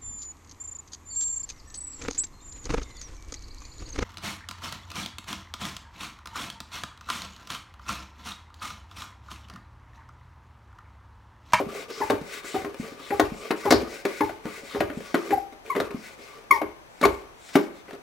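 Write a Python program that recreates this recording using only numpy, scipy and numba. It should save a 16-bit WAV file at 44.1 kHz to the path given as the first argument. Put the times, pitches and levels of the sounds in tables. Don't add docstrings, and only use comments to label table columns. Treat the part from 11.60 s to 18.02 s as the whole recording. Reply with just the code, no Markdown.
import sys
import numpy as np
from scipy import signal
from scipy.fft import rfft, irfft
from scipy.io import wavfile
from scipy.ndimage import uniform_filter1d
from numba import njit

SR = 44100
rng = np.random.default_rng(int(sys.argv[2]) if len(sys.argv) > 2 else 0)


def rack_gain(trim_db):
    fader = np.asarray(trim_db, float)
    return 10 ** (fader / 20)


def generate_wav(sig):
    pcm = np.round(np.clip(np.atleast_2d(sig).T, -1, 1) * 32767).astype(np.int16)
    wavfile.write(sys.argv[1], SR, pcm)


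N = 283116
OPPOSITE = np.array([[1], [-1]])


def shape(x, points):
    hz, db = np.transpose(points)
    grid = np.fft.rfftfreq(x.shape[-1], 1 / SR) + 1
    return irfft(rfft(x) * rack_gain(np.interp(np.log(grid), np.log(hz), db)), x.shape[-1])


def colour(points):
    y = shape(rng.standard_normal(N), points)
    return y / np.std(y)


def band(x, hz, width):
    return signal.lfilter(*signal.iirpeak(hz, hz / width, SR), x)


def peak(x, db):
    return rack_gain(db) * x / np.abs(x).max()


def ring(modes, extra_db, seconds):
    hz, db, t60 = np.transpose(modes)[:, :, None]
    chance = rng.standard_normal((2, len(modes), 1))
    t = np.arange(int(seconds * SR)) / SR
    db = db + extra_db + 2.6 * chance[0]
    hz = hz * (1 + 0.018 * chance[1])
    return rack_gain(db - 60 * t / t60) * np.sin(2 * np.pi * hz * t)


def add(out, s, x):
    i = int(s * SR)
    out[i:i + len(x)] += x[:N - i]


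def walk(rate):
    k = int(SR / rate)
    return uniform_filter1d(np.repeat(rng.standard_normal(N // k + 1), k), k)[:N]


# pitch_hz, level_db
HUSH_SPECTRUM = [(15, -57), (25, 0), (197, -3.5), (582, -1.5), (703, -1), (806, -2), (974, -2), (1090, -5),
                 (2450, -12.5), (2730, -15.5), (5900, -21.5), (10600, -27), (16400, -32)]


def hush():
    hz, width = 6060, 320
    whine = band(band(rng.standard_normal(N), hz, width), hz, width)
    hiss = colour(HUSH_SPECTRUM) + 1.52 * colour(HUSH_SPECTRUM) * OPPOSITE
    return rack_gain(-54.5) * hiss + rack_gain(-73) * whine / np.std(whine)


# start_s, tank_ring_db,
# crack_over_ring_db, clack_tilt_db_per_octave
JOLTS = [
    (0.404, -19.5, -35, -18),
    (0.943, -17, -58, -31),
    (1.505, -15.5, -37, 6),
    (2.053, -13.5, -20, -15),
    (2.606, -14.5, -26, 5),
    (3.147, -16, -54, -15),
    (3.706, -15, -26, 23),
    (4.162, -16.5, -16.5, 10),
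    (4.908, -23, -25, 16),
    (5.428, -8.5, -15, 15),
]
# start_s, tank_ring_db, crack_over_ring_db, clack_tilt_db_per_octave
LANDINGS = [(0.0, -16.5, -43, -31), (0.499, -10, -12, -8.5), (1.045, -22, -31, -1), (1.596, -6.5, -11, -9),
            (2.106, -8, -2.5, 8), (2.122, -5.5, -12, -24), (2.692, -25.5, -36, -4), (3.204, -10.5, -24, -1),
            (4.2, -16, -10, -6), (5.015, -18, -19, -9), (5.45, -9, -9.5, -11)]
# start_s, tank_ring_db, crack_over_ring_db, clack_tilt_db_per_octave
TOP_STOPS = [
    (0.302, -37, 1.5, 30),
    (0.843, -33, -6, 14),
    (1.398, -36, -17, -9),
    (1.906, -11, -19, 7),
    (2.451, -14, -11.5, 13),
    (2.854, -25, -19, 1),
    (3.543, -10.5, -18.5, 6),
    (4.062, -55, -8, 12),
    (4.588, -42, -9, 22),
    (5.954, -4.5, -18.5, 8),
]
# start_s, tank_ring_db, crack_over_ring_db, clack_tilt_db_per_octave
RATTLES = [(0.612, -31.5, -12, -10), (0.742, -50.5, 15.5, 4), (1.017, -30.5, -6, 23), (3.037, -50, -9, 0.1),
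           (3.136, -36, -17, 0.1), (3.299, -24, -36, 15), (3.691, -30.5, -32, 2), (3.923, -38, -8, 31),
           (4.151, -17, -34, 4), (4.306, -27, -14, 5), (5.192, -68, -11, 2), (5.412, -21.5, -10, 24),
           (5.888, -56.5, 7, 12), (6.07, -35, -33, -10), (6.281, -33.5, -39, 14), (6.33, -33, -7, 1)]


def blows():
    # rows, barrel clack dB above the ring, wall thump dB
    kinds = [(JOLTS, -8, -6.5), (LANDINGS, -1.5, -6), (TOP_STOPS, -4.5, 2.6), (RATTLES, -5, -1.2)]
    return sorted((*row, clack_db, wall_db) for rows, clack_db, wall_db in kinds for row in rows)


def hand_speed(strokes, fastest, air_power=2.06, rub_power=0.82):
    t, flow, drag = np.arange(N) / SR, 0, 0
    for s, length, air_db, rub_db in strokes:
        u = np.clip((t - s) / length, 0, 1) ** (np.log(.5) / np.log(fastest))
        speed = 4 * u * (1 - u)
        flow = flow + rack_gain(air_db) * speed ** air_power
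        drag = drag + rack_gain(rub_db) * speed ** rub_power
    return np.array([flow, drag])


# start_s, length_s, air_hiss_db, barrel_rub_db
PULLS = [(.05, 0.23, -43, -40.5), (.585, 0.26, -41.5, -46.5), (1.085, 0.32, -48, -42.5),
         (1.68, 0.28, -45, -43.5), (2.2, 0.26, -45.5, -46.5), (2.79, 0.28, -48.5, -45.5),
         (3.28, 0.32, -46.5, -48.5), (4.28, 0.31, -47.5, -50), (5.2, 0.48, -54.5, -87),
         (5.7, 0.43, -50, -69), (6.08, 0.16, -59.5, -61)]
# start_s, length_s, air_hiss_db, barrel_rub_db
PUSHES = [(-.1, 0.2, -48, -37), (.28, 0.37, -44, -43.5), (.825, 0.3, -41.5, -45), (1.375, 0.42, -44.5, -44),
          (1.955, 0.35, -43.5, -46), (2.435, 0.38, -43.5, -45.5), (3.03, 0.3, -44, -47.5),
          (3.55, 0.37, -45.5, -50.5), (4.04, 0.29, -56, -47), (4.57, 0.33, -49, -48.5),
          (4.903, 0.11, -40.5, -41.5), (5.4, 0.41, -71, -57), (5.93, 0.08, -47, -48),
          (6.25, 0.17, -78, -52)]
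# pitch_hz, half_width_hz, level_db
RUB = [(420, 27, 18.5), (560, 17, 12), (1150, 53, 7.5), (1470, 92, -14.5), (1760, 37, -27), (2180, 130, -2)]
# pitch_hz, level_db_per_hz
AIR = [(880, -65), (1500, 7.5), (1760, -2.5), (2110, 9.5), (3180, -10.5), (3690, -5), (8210, -9.5),
       (14700, -23.5), (16400, -1.5)]


def slide():
    flow, drag = hand_speed(PULLS, fastest=0.59) + hand_speed(PUSHES, fastest=0.28)
    shake_db, shake_t60_s = -30.5, 0.47
    t = np.arange(SR // 2) / SR
    for s, db, *_ in blows():
        add(drag, s, rack_gain(db + shake_db - 60 * t / shake_t60_s) * (1 - np.exp(-t / 0.01)))
    grains = rng.standard_normal(N) * rack_gain(4.5 * np.tanh(walk(150)))
    rub = 0
    for hz, width, db in RUB:
        rub = rub + rack_gain(db + 8.2 * np.tanh(walk(25))) * band(grains, hz, 2 * width)
    air, scattered = (flow * rack_gain(2.5 * walk(44) + 3.5 * walk(8.2)) * colour(AIR) for _ in range(2))
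    for hz in (3600, 5200, 7500):
        jet = colour([(hz / 2.45, -30), (hz, 0), (hz * 2.04, -30)])
        air = air + flow * rack_gain(-12.5 + 5.6 * walk(12)) * jet
    return air + drag * rub / np.std(rub), scattered


# pitch_hz, level_db, t60_s
TANK = [(205, -5, 0.069), (280, 2.5, 0.06), (318.8, 1.5, 0.1), (353, -13.5, 0.06), (406.1, 0.5, 0.16),
        (593.6, -6, 0.17)]


def tank_ring(wall_db, t):
    wall = np.transpose(TANK)[0][:, None] < 305
    swing_s = np.where(wall, .0015, .007)
    return (ring(TANK, wall_db * wall, .2) * (1 - np.exp(-t / swing_s))).sum(axis=0)


# pitch_hz, level_db, t60_s
BARREL = [(718, 11, 0.013), (800, 10, 0.017), (885, 0, 0.11), (980, -12.5, 0.011), (1077, 2, 0.075),
          (1430, 15, 0.0073), (1577, 0, 0.058), (1858, 10.5, 0.01), (2000, -15, 0.0033), (2085, 7, 0.019),
          (2500, -52, 0.011), (2865, -62, 0.0052), (3900, -95, .02)]


def barrel_clack(tilt_db, t):
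    t = t[:1500]
    chatter = rng.standard_normal(1500) * np.exp(-t / 0.0045) * (1 - np.exp(-t / 0.0012))
    favour_db = tilt_db * np.log2(np.transpose(BARREL)[0][:, None] / 1400)
    return signal.fftconvolve(chatter, ring(BARREL, favour_db, 0.044).sum(axis=0))


# pitch_hz, level_db_per_hz
CRACK = [(1470, 10), (2500, -7), (3760, 8), (4510, 1.5), (4840, 1), (7820, -3.5), (13700, -15.5),
         (16400, -8)]
# pitch_hz, width_hz, level_over_ring_db, t60_s
RUMBLE = [(346, 157, -6, .14), (1020, 790, -13, 0.15)]
# pitch_hz, width_hz, level_db, t60_s
JANGLE = [(4600, 1500, -16, 0.24), (5440, 1200, -18, 0.067)]


def knocks():
    out = np.zeros(N)
    t = np.arange(int(.2 * SR)) / SR
    grit = colour(CRACK) * rack_gain(3.8 * walk(400))
    crack_fade = (np.exp(-t / 0.006) + 0.082 * np.exp(-t / 0.0092)) * (1 - np.exp(-t / 0.003))
    for s, db, crack_db, tilt_db, clack_db, wall_db in blows():
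        add(out, s, peak(tank_ring(wall_db, t), db - 2.5))
        add(out, s, peak(barrel_clack(tilt_db, t), db + clack_db + 1.5))
        for hz, width, rumble_db, t60 in RUMBLE:
            burst = rng.standard_normal(len(t)) * rack_gain(-60 * t / t60) * (1 - np.exp(-t / 0.0011))
            add(out, s, peak(band(band(burst, hz, width), hz, width), db + rumble_db))
        i = min(int(s * SR), N - len(t))
        add(out, s, rack_gain(db + crack_db + 2) * grit[i:i + len(t)] * crack_fade)
    for hz, width, db, t60 in JANGLE:
        spring = band(band(rng.standard_normal(len(t)), hz, width), hz, width)
        add(out, 2.107, peak(spring * rack_gain(-60 * t / t60), db))
    return signal.sosfilt(signal.butter(2, 190, "high", fs=SR, output="sos"), out)


# pitch_hz, level_db, t60_s
FLOORBOARDS = [(42.9, -55.5, 0.7), (64.3, -47.5, 0.47), (87.3, -43.5, 0.28), (111.4, -34, 0.16)]


def floor_boom():
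    out, t = np.zeros(N), np.arange(int(.5 * SR)) / SR
    for rows, boom_db in ((JOLTS, -26), (LANDINGS, -27.5), (THUDS, -45)):
        for s, db, *_ in rows:
            hum = ring(FLOORBOARDS, 0, .5).sum(axis=0) * (1 - np.exp(-(t / 0.035) ** 2))
            add(out, s, peak(hum, db + boom_db + 3.5))
    return out


# start_s, peak_db, pitch_hz
THUDS = [(0.066, -31, 205), (0.613, -34.5, 181), (0.749, -52, 280), (1.198, -25.5, 220), (1.32, -38, 275),
         (1.719, -28.5, 208), (2.231, -30.5, 239), (2.355, -47, 277), (2.854, -26.5, 218),
         (3.034, -40.5, 270), (3.372, -27.5, 210), (4.345, -25.5, 233), (4.596, -46.5, 260),
         (4.903, -42, 280)]


def thuds():
    out = np.zeros(N)
    for s, db, hz in THUDS:
        cycles = np.arange(int(3 * SR / hz)) * hz / SR
        add(out, s, rack_gain(db + 17.5) * cycles * np.exp(-cycles / 0.58) * np.sin(2 * np.pi * cycles))
    return out


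# start_s, peak_db, pitch_hz, width_hz
TICKS = [(.150, -15, 560, 200), (.948, -24, 750, 403), (1.144, -16, 550, 199), (3.137, -25, 2150, 495),
         (3.405, -16, 420, 119.4), (3.691, -26, 1550, 600), (4.062, -26, 2320, 304),
         (4.162, -25, 1600, 1500), (4.84, -28, 550, 202), (5.015, -27, 3900, 2500), (5.89, -24, 2000, 600),
         (6.295, -41, 1612, 1200), (6.309, -18, 553, 253), (6.35, -24, 560, 246.6), (6.37, -49, 2000, 1180)]


def ticks():
    out, t = np.zeros(N), np.arange(2000) / SR
    for s, db, hz, width in TICKS:
        chatter = rng.standard_normal(len(t)) * np.exp(-t / 0.003)
        add(out, s, peak(band(chatter, hz, width), db - 12))
    return out


# start_s, length_s, first_hz, last_hz, peak_db
SQUEAKS = [(0.409, 0.015, 1045, 980, -20.5), (0.411, 0.03, 962, 832, -17), (0.952, 0.028, 788, 755, -23),
           (1.515, 0.037, 805, 810, -20), (2.056, 0.02, 1057, 1003, -23.5), (2.058, 0.048, 903, 800, -19.5),
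           (2.606, 0.0092, 1150, 1042, -18), (2.608, 0.035, 914, 847, -14.5), (3.163, 0.011, 794, 775, -29),
           (3.72, 0.036, 843, 784, -13), (3.771, 0.022, 800, 745, -20), (4.098, 0.017, 1090, 1098, -17.5),
           (4.112, 0.034, 1077, 970, -29), (0.984, 0.035, 770, 748, -35.5), (4.907, 0.014, 1210, 1046, -5),
           (4.912, 0.062, 1100, 885, -23), (4.95, 0.051, 896, 826, -29.5), (5.436, 0.013, 1150, 1089, -8.5)]
# pitch_hz, level_db
SQUEAK_OVERTONES = [(2500, -19.5), (3300, -26), (4400, -24), (5500, -32.5), (6800, -22), (8000, -32),
                    (9500, -55), (16500, -80)]


def squeaks():
    out, (over_hz, over_db) = np.zeros(N), np.transpose(SQUEAK_OVERTONES)
    for s, length, first_hz, last_hz, db in SQUEAKS:
        octave_db = min(-15 + 69.5 * (first_hz / 1000 - 1), 1.5)
        u = np.linspace(0, 1, int(length * SR))
        glide_hz = first_hz + (last_hz - first_hz) * (1 - np.exp(-u / 0.353))
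        phase = 2 * np.pi * np.cumsum(glide_hz) / SR
        k = np.arange(3, int(16400 / first_hz))[:, None]
        overtone_gain = rack_gain(np.interp(k * first_hz, over_hz, over_db))
        stack = (overtone_gain * np.sin(k * phase + k * k)).sum(axis=0)
        grip = np.sin(np.pi * u ** 0.9) ** 1.83
        harsh = grip * np.sin(2 * phase + 1) + 0.74 * stack
        add(out, s, rack_gain(db) * grip * (np.sin(phase) + rack_gain(octave_db) * harsh))
    return out


# lag_s, left_db, right_db
ECHOES = [(.0007, -20.5, -20.5), (.0016, -74.5, -10), (.0041, -10.5, -15), (.0075, -8.5, -46.5),
          (.013, -6.5, -30), (0.027, -28.5, -11.5), (0.049, -17.5, -32.5)]


def early_echoes(pump):
    out = np.zeros((2, N))
    for lag, *side_db in ECHOES:
        dull = signal.lfilter(*signal.butter(1, 9000 / (1 + 120 * lag), fs=SR), pump)
        out[:, int(lag * SR):] += rack_gain(side_db)[:, None] * dull[:N - int(lag * SR)]
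    return out


@njit
def walls(x, lags, gain, damp):
    line, soft, out = np.zeros((8, 4096)), np.zeros(8), np.zeros((2, len(x)))
    for i in range(len(x)):
        total = 0.
        for k in range(8):
            soft[k] += (1 - damp) * (gain[k] * line[k, (i - lags[k]) & 4095] - soft[k])
            total += soft[k]
            out[k % 2, i] += soft[k] * (1 - (k & 2))
        for k in range(8):
            line[k, i & 4095] = x[i] + soft[k] - total / 4
    return out


def hall(pump, t60_s=0.47, damp=0.44):
    lags = np.array([487, 641, 797, 953, 1163, 1373, 1621, 2039])
    return walls(pump + 1e-18, lags, rack_gain(-60 * lags / SR / t60_s), damp)


def scene():
    sliding, scattered = slide()
    pump = sliding + knocks() + thuds() + ticks() + squeaks()
    direct = pump + 0.48 * scattered * OPPOSITE
    return direct + early_echoes(pump) + rack_gain(-14) * hall(pump) + floor_boom() + hush()


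def low_pass(x):
    return signal.sosfilt(signal.butter(12, 16400, fs=SR, output="sos"), x)


# pitch_hz, left_minus_right_db
PORT_BALANCE = [(60, 1), (110, -5), (200, 1.5), (380, -1.5), (700, 4.5), (1290, 1.5), (2380, 6.5),
                (4400, 2.5), (8120, 1), (15000, 1)]
# pitch_hz, level_db
PORT_SIDE = [(60, -3.5), (300, -4.5), (1000, -1), (4000, 0.5), (14000, -4.5)]
# pitch_hz, level_db
IMAGE = [(200, -37), (800, -25.5), (2200, -16.5), (3300, -9), (4000, -76)]


def record(dry):
    mid, side = dry.mean(axis=0), shape((dry[0] - dry[1]) / 2, PORT_SIDE)
    hz, lean_db = np.transpose(PORT_BALANCE)
    ports = np.array([shape(mid + sign * side, np.transpose([hz, sign * lean_db / 2])) for sign in (1, -1)])
    carrier = np.cos(2 * np.pi * 12103 * np.arange(N) / SR)
    ports = ports + shape(ports, IMAGE) * carrier
    cut = signal.sosfilt(signal.ellip(8, .2, 70, 15700, fs=SR, output="sos"), ports)
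    return low_pass(2 * np.tanh(cut / 2))


dry = scene()
out = record(dry)
generate_wav(out)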